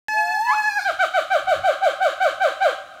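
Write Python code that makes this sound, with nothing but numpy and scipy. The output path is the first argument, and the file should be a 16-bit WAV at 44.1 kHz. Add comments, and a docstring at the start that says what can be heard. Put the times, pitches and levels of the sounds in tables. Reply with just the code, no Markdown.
"""In a leafy park two gibbons call. One holds a high clear note while the other glides up through it;
then the note breaks into short arched whoops that grow longer and slower. The voices are sums of harmonics.
Trunks and foliage, as filtered decaying noise, scatter the calls into a bright wash.
Behind them lie very quiet outdoor air, a faint low hum and soft bumps at the microphone, all of shaped noise."""
import sys
import numpy as np
from scipy import signal
from scipy.fft import rfft, irfft
from scipy.io import wavfile
from scipy.ndimage import uniform_filter1d

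SR = 44100
rng = np.random.default_rng(int(sys.argv[2]) if len(sys.argv) > 2 else 0)


def master(y):
    """Save y as 16-bit WAV."""
    cut = np.clip(np.atleast_2d(y).T, -1, 1)
    pcm = np.round(cut * 32767)  # scale
    wavfile.write(sys.argv[1], SR, pcm.astype(np.int16))


N = 132300
T = np.arange(N) / SR  # s
ATTACK_S, RELEASE_S = 0.009, 0.02  # onset and ending of a call


def undb(db):
    """Decibels to gain."""
    return 10 ** (np.asarray(db) / 20)


def curve(table, column=1):
    """One column of a time table at every sample."""
    table = np.array(table)
    return np.interp(T, table[:, 0], table[:, column])


def response(table, hz):
    """Gain of a (Hz, dB) table at given frequencies, read along log frequency."""
    f, db = np.array(table).T
    return undb(np.interp(np.log(np.maximum(hz, 1)), np.log(f), db))


def coloured(x, colour):
    """A sound filtered by a (Hz, dB) table."""
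    hz = np.arange(N // 2 + 1) * SR / N
    return irfft(rfft(x) * response(colour, hz), N)


def noise(colour):
    """Coloured noise of rms 1."""
    x = coloured(rng.standard_normal(N), colour)
    return x / x.std()


def wobble(rate):
    """Smooth chance with a spread of 1, averaged twice over 1 / rate seconds."""
    k = max(int(SR / rate), 1)
    x = uniform_filter1d(uniform_filter1d(rng.standard_normal(N), k), k)
    return x / x.std()


def gate(t, start, end, attack, release):
    """Smooth rise after the start and smooth fall centred on the end."""
    rise = np.sin(np.pi / 2 * np.clip((t - start) / attack, 0, 1))
    fall = np.sin(np.pi / 2 * np.clip((end - t) / release + 0.5, 0, 1)) ** 2
    return rise * fall


def turn(hz):
    """Phase of the vocal folds."""
    return 2 * np.pi * np.cumsum(hz) / SR


def partial(phase, k):
    """One sine of rms 1 at k times the voice's pitch."""
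    return np.sqrt(2) * np.sin(k * phase)


def outdoor_air():
    """Quiet outdoor air as shaped noise whose level drifts a little."""
    # Each row: frequency in Hz, relative level in dB.
    air_colour = [(20, -26), (60, 4.5), (130, 1.5), (250, 0.5), (315, -3), (400, -12), (700, -13),
                  (1500, 2.5), (3000, -10.5), (7000, -12), (15000, -24)]
    level_db = -57.5 + 0.79 * wobble(10.4)
    return undb(level_db) * noise(air_colour)


def low_hum():
    """A faint low hum under the held note: a narrow band of noise that fades away."""
    # Each row: time in seconds, level in dB.
    hum_level = [(.1, -54.5), (.5, -63), (.85, -65), (1.1, -67)]
    # Each row: frequency in Hz, relative level in dB.
    hum_colour = [(150, -71), (260, -19), (300, 4), (335, 5), (400, -36), (700, -65)]
    return undb(curve(hum_level)) * noise(hum_colour)


def held_note(count=18):
    """A clear, almost level note falters and ends in a short swelling fall; returns low and high harmonics."""
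    # The held pitch. Each row: time in seconds, pitch in Hz.
    hold_pitch = [(.09, 857), (.155, 863), (.18, 853.2), (.23, 854.4), (.31, 867.6), (.37, 852),
                  (.45, 879.5), (.5, 853), (.54, 845.3), (.6, 859.3), (.635, 829), (.67, 864.5),
                  (.695, 838.3), (.725, 803), (.752, 821), (.778, 835), (.802, 715)]
    # The lowest harmonics fade in and out. Each row: time in seconds, first, second and third harmonic in dB.
    hold_level = [(.09, -30.5, -29, -36.5), (.2, -21, -24.5, -28.5), (.235, -25, -28, -72),
                  (.26, -28, -42, -48), (.285, -28, -26.5, -29), (.38, -27.5, -28.5, -53),
                  (.43, -29.5, -48, -62), (.475, -28, -24, -30), (.52, -22.5, -22, -77),
                  (.545, -25, -33, -38), (.595, -22, -25, -25.5), (.628, -36.5, -28, -54),
                  (.66, -25.5, -21.5, -30.5), (.695, -27, -24, -35), (.712, -34.5, -36, -36),
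                  (.74, -35, -33.5, -44.5), (.776, -21.5, -19, -34.5), (.8, -27, -23.5, -34)]
    # The upper harmonics. Each row: frequency in Hz, level in dB.
    hold_treble = [(3430, -62.5), (4300, -50), (5150, -53.5), (6000, -55), (6900, -59.5), (7750, -65.5),
                   (8600, -60.5), (10300, -72.5), (12900, -68), (15500, -76)]
    hz = curve(hold_pitch) * (1 + 0.0031 * wobble(200))  # slight pitch jitter
    phase = turn(hz)
    low = sum(undb(curve(hold_level, k)) * partial(phase, k) for k in range(1, 4))
    high = sum(response(hold_treble, k * hz) * partial(phase, k) for k in range(4, count + 1))
    low_gate = gate(T, 0, hold_pitch[-1][0], ATTACK_S, RELEASE_S)
    high_gate = gate(T, 0, 0.839, ATTACK_S, 0.016)  # the treble ends slightly later
    return low * low_gate, high * high_gate


def foliage(x):
    """Uneven scatter from near trees, then a soft echo and faint tail from far ones; treble dies sooner."""
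    # Strength of the scattered sound. Each row: frequency in Hz, level in dB.
    scatter_colour = [(300, -21), (620, -10), (800, -8.5), (1200, -1), (1600, -3.5), (2400, -3),
                      (3500, 7.5), (8000, 6.5), (15000, 8.5)]
    BUILD_S, GRAIN = 0.0091, 0.68  # build-up of the scatter; unevenness of the reflections
    NEAR_T60_S, FAR_T60_S, FAR_DB = 0.38, 2.05, -21  # 60 dB decay times in the limit of low pitch
    ECHO_S, ECHO_WIDTH_S, ECHO_DB = 0.316, 0.062, -30.5  # a far line of trees, before the air dulls it
    AIR_HZ = 15100  # scale of the treble loss
    reflections = rng.standard_normal(N) * np.exp(GRAIN * rng.standard_normal(N))
    spectrum = rfft(coloured(reflections / reflections.std(), scatter_colour))
    hz = np.arange(N // 2 + 1) * SR / N
    centres = np.geomspace(250, 16000, 7)  # overlapping bands, each with its own decay
    response_to_click = 0
    for centre, pick in zip(centres, np.eye(len(centres))):
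        band = irfft(spectrum * np.interp(hz, centres, pick), N)
        fade = np.log(1000) * T * (1 + centre / AIR_HZ / 2)
        near = np.exp(-fade / NEAR_T60_S)
        tail = undb(FAR_DB) * np.exp(-fade / FAR_T60_S)
        echo = undb(ECHO_DB) * np.exp(-((T - ECHO_S) / ECHO_WIDTH_S) ** 2 - 2 * centre / AIR_HZ)
        shape = (1 - np.exp(-(T / BUILD_S) ** 2)) * (near + tail + echo)
        response_to_click = response_to_click + band * shape / np.sqrt(np.sum(shape ** 2))
    return signal.fftconvolve(x, response_to_click)[:N]


def glide(count=4):
    """A nearly pure tone rises, almost levels off, then sweeps up steeply; it brightens as it gets louder."""
    # The upward path. Each row: time in seconds, guide pitch in Hz, level in dB.
    glide_path = [(.125, 575.7, -45), (.15, 646, -38), (.185, 687, -32.5), (.3, 719, -29),
                  (.358, 764.7, -30), (.405, 856, -22.5), (.458, 946, -25), (.505, 1018, -18.5),
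                  (.532, 1210, -21), (.552, 1544, -28)]
    # Each row: harmonic number, level in dB at the loudest moment.
    glide_harmonics = [(1, 0), (2, -13.5), (3, -26), (4, -35)]
    BRIGHTEN = 0.98  # overtones gain this many dB more per dB of level
    phase = turn(curve(glide_path) * (1 + 0.0057 * wobble(200)))  # slight pitch jitter
    db = curve(glide_path, 2)
    overtones = sum(response(glide_harmonics, k) * partial(phase, k) for k in range(2, count + 1))
    fundamental = partial(phase, 0.99)  # 1 % below the guide pitch
    voice = fundamental + undb(BRIGHTEN * (db - db.max())) * overtones
    return voice * undb(db) * gate(T, glide_path[0][0], glide_path[-1][0], 0.024, 0.019)


def whoops(count=24):
    """Whoops arch in pitch, swell and collapse, with rough overtones; returns straight and tree-bound sound."""
    # Each row: start in seconds, length in seconds, time to the top in seconds, top guide pitch in Hz,
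    # time from the top to half the fall in seconds, level in dB,
    # then gain of the second and of the upper harmonics on the straight path, both in dB.
    whoop_list = [(0.845, 0.067, 0.019, 799.6, .05, -16.5, 5.5, 2.5),
                  (0.988, 0.065, 0.023, 775, .045, -14.5, 7.5, 4),
                  (1.134, .07, 0.019, 773, .045, -13.5, 2.5, 2), (1.3, 0.085, 0.02, 787, 0.05, -13, 0.5, 0),
                  (1.465, 0.089, .025, 773.3, 0.049, -12.5, -4.5, -5),
                  (1.632, 0.091, .023, 782.4, 0.049, -12, -5, -5),
                  (1.812, 0.091, 0.024, 792, .044, -11.5, -7, -10.5),
                  (1.999, 0.1, .027, 777.6, 0.05, -13, -1, -8),
                  (2.197, 0.1, 0.028, 777.3, 0.05, -13, 0.5, -2.5),
                  (2.399, 0.099, .021, 787, 0.046, -12.5, 0, -3.5),
                  (2.602, 0.11, 0.025, 793.5, 0.046, -11.5, -3, -2.5)]
    # The fundamental's strength by guide pitch. 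Each row: frequency in Hz, level in dB.
    chest_colour = [(310, -24.5), (390, -20), (450, -20), (540, -7), (620, 0.5), (700, -3), (790, -4)]
    # Strength of the overtones. Each row: frequency in Hz, level in dB.
    throat_colour = [(700, -118), (1000, -24), (1250, -9.5), (1480, -9), (1600, -6), (1800, -22.5),
                     (2350, -18), (2650, -24.5), (3100, -24), (3500, -32.5), (3900, -30.5), (5200, -46.5),
                     (7000, -41.5), (10500, -54), (15000, -58)]
    LOW_HZ, CROAK_HZ = 378.5, 324  # foot of the arch and lowest guide pitch
    DROP_S, DROP_EARLY_S, CROAK_S = 0.04, 0.0029, 0.03  # the pitch collapses into a brief faint croak
    SWELL_S, SWELL_DB, OVERTONE_SWELL_DB = 0.018, -14, -5.5  # each whoop starts weaker
    RUN_OUT_S, RUN_OUT_DB = 0.0132, -11.5  # the voice weakens over its last moments
    JITTER, RASP, DULLING_DB = 0.004, 0.22, -7  # the upper harmonics fade as the voice falls
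    TREE_OVERTONE_DB, BRIGHT_SHARE = -0.5, 0.24  # the trees get only a share of the extra brightness
    straight, around = np.zeros(N), np.zeros(N)
    jitter, flutter = wobble(530), wobble(900)
    for start, length, top_s, top_hz, fall_s, db, second_db, upper_db in whoop_list:
        span = (T >= start) & (T < start + length + CROAK_S + RELEASE_S)
        t = T[span] - start
        falling = np.clip((t - top_s) / fall_s, 0, 1)
        arch = LOW_HZ + (top_hz - LOW_HZ) / (1 + ((t - top_s) / fall_s) ** 2)
        collapse = np.exp(-np.maximum(t - length + DROP_EARLY_S, 0) / DROP_S)
        hz = np.maximum(arch * collapse, CROAK_HZ)
        phase = turn(hz * (1 + JITTER * (0.5 + falling) * jitter[span]))  # shakier as it falls
        weak = np.clip(1 - t / SWELL_S, 0, 1)
        spent = np.clip((t - length) / RUN_OUT_S + 1, 0, 1)
        chest = response(chest_colour, hz) * partial(phase, 0.99)  # 1 % below the guide pitch
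        chest = chest * undb(db + SWELL_DB * weak + RUN_OUT_DB * spent)
        chest = chest * gate(t, 0, length + CROAK_S, ATTACK_S, RELEASE_S)
        second = response(throat_colour, 2 * hz) * partial(phase, 2)
        upper = sum(response(throat_colour, k * hz) * partial(phase, k) for k in range(3, count + 1))
        upper = upper * undb(DULLING_DB * falling) * (1 + RASP * flutter[span])
        push = undb(db + OVERTONE_SWELL_DB * weak) * gate(t, 0, length, ATTACK_S, RELEASE_S)
        straight[span] += chest + push * (undb(second_db) * second + undb(upper_db) * upper)
        tree_gain = undb(TREE_OVERTONE_DB + BRIGHT_SHARE * second_db)
        around[span] += chest + push * tree_gain * (second + upper)
    return straight, around


def through_leaves(x):
    """A whoop's straight path to the microphone, where the leaves filter it."""
    # Each row: frequency in Hz, gain in dB.
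    direct_colour = [(800, -1.5), (1500, -3.5), (2350, -1.5), (3100, -5), (4000, 1.5), (10000, -8)]
    return coloured(x, direct_colour)


def microphone_bumps():
    """Soft low bumps at the microphone: bell-shaped swells of low noise."""
    # Each row: time of the peak in seconds, level in dB.
    bump_list = [(0.912, -58), (1.46, -52.5), (1.594, -47), (2.351, -60)]
    # Each row: frequency in Hz, relative level in dB.
    bump_colour = [(20, -7), (70, 3), (140, 2.5), (300, -22), (1000, -60)]
    WIDTH_S = 0.057
    swells = sum(undb(db) * np.exp(-((T - peak_s) / WIDTH_S) ** 2) for peak_s, db in bump_list)
    return swells * noise(bump_colour)


def scene():
    """Both animals, heard directly and through the trees, over the quiet background."""
    low, high = held_note()
    rise = glide()
    straight, around = whoops()
    # how strongly each call reaches the trees, in dB
    into_trees = undb(-3.5) * low + undb(-1) * high + undb(-6.5) * rise + around
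    calls = low + high + rise + through_leaves(straight)
    background = outdoor_air() + low_hum() + microphone_bumps()
    return (calls + foliage(into_trees) + background)[None]


def record(dry):
    """After a short silence the sound cuts in mid-note; a steep low-pass removes the top."""
    START_S, TOP_HZ = 0.084, 15800
    low_pass = signal.ellip(10, 0.2, 80, TOP_HZ, fs=SR, output="sos")
    return signal.sosfilt(low_pass, dry * (T >= START_S))


dry = scene()
out = record(dry)
master(out)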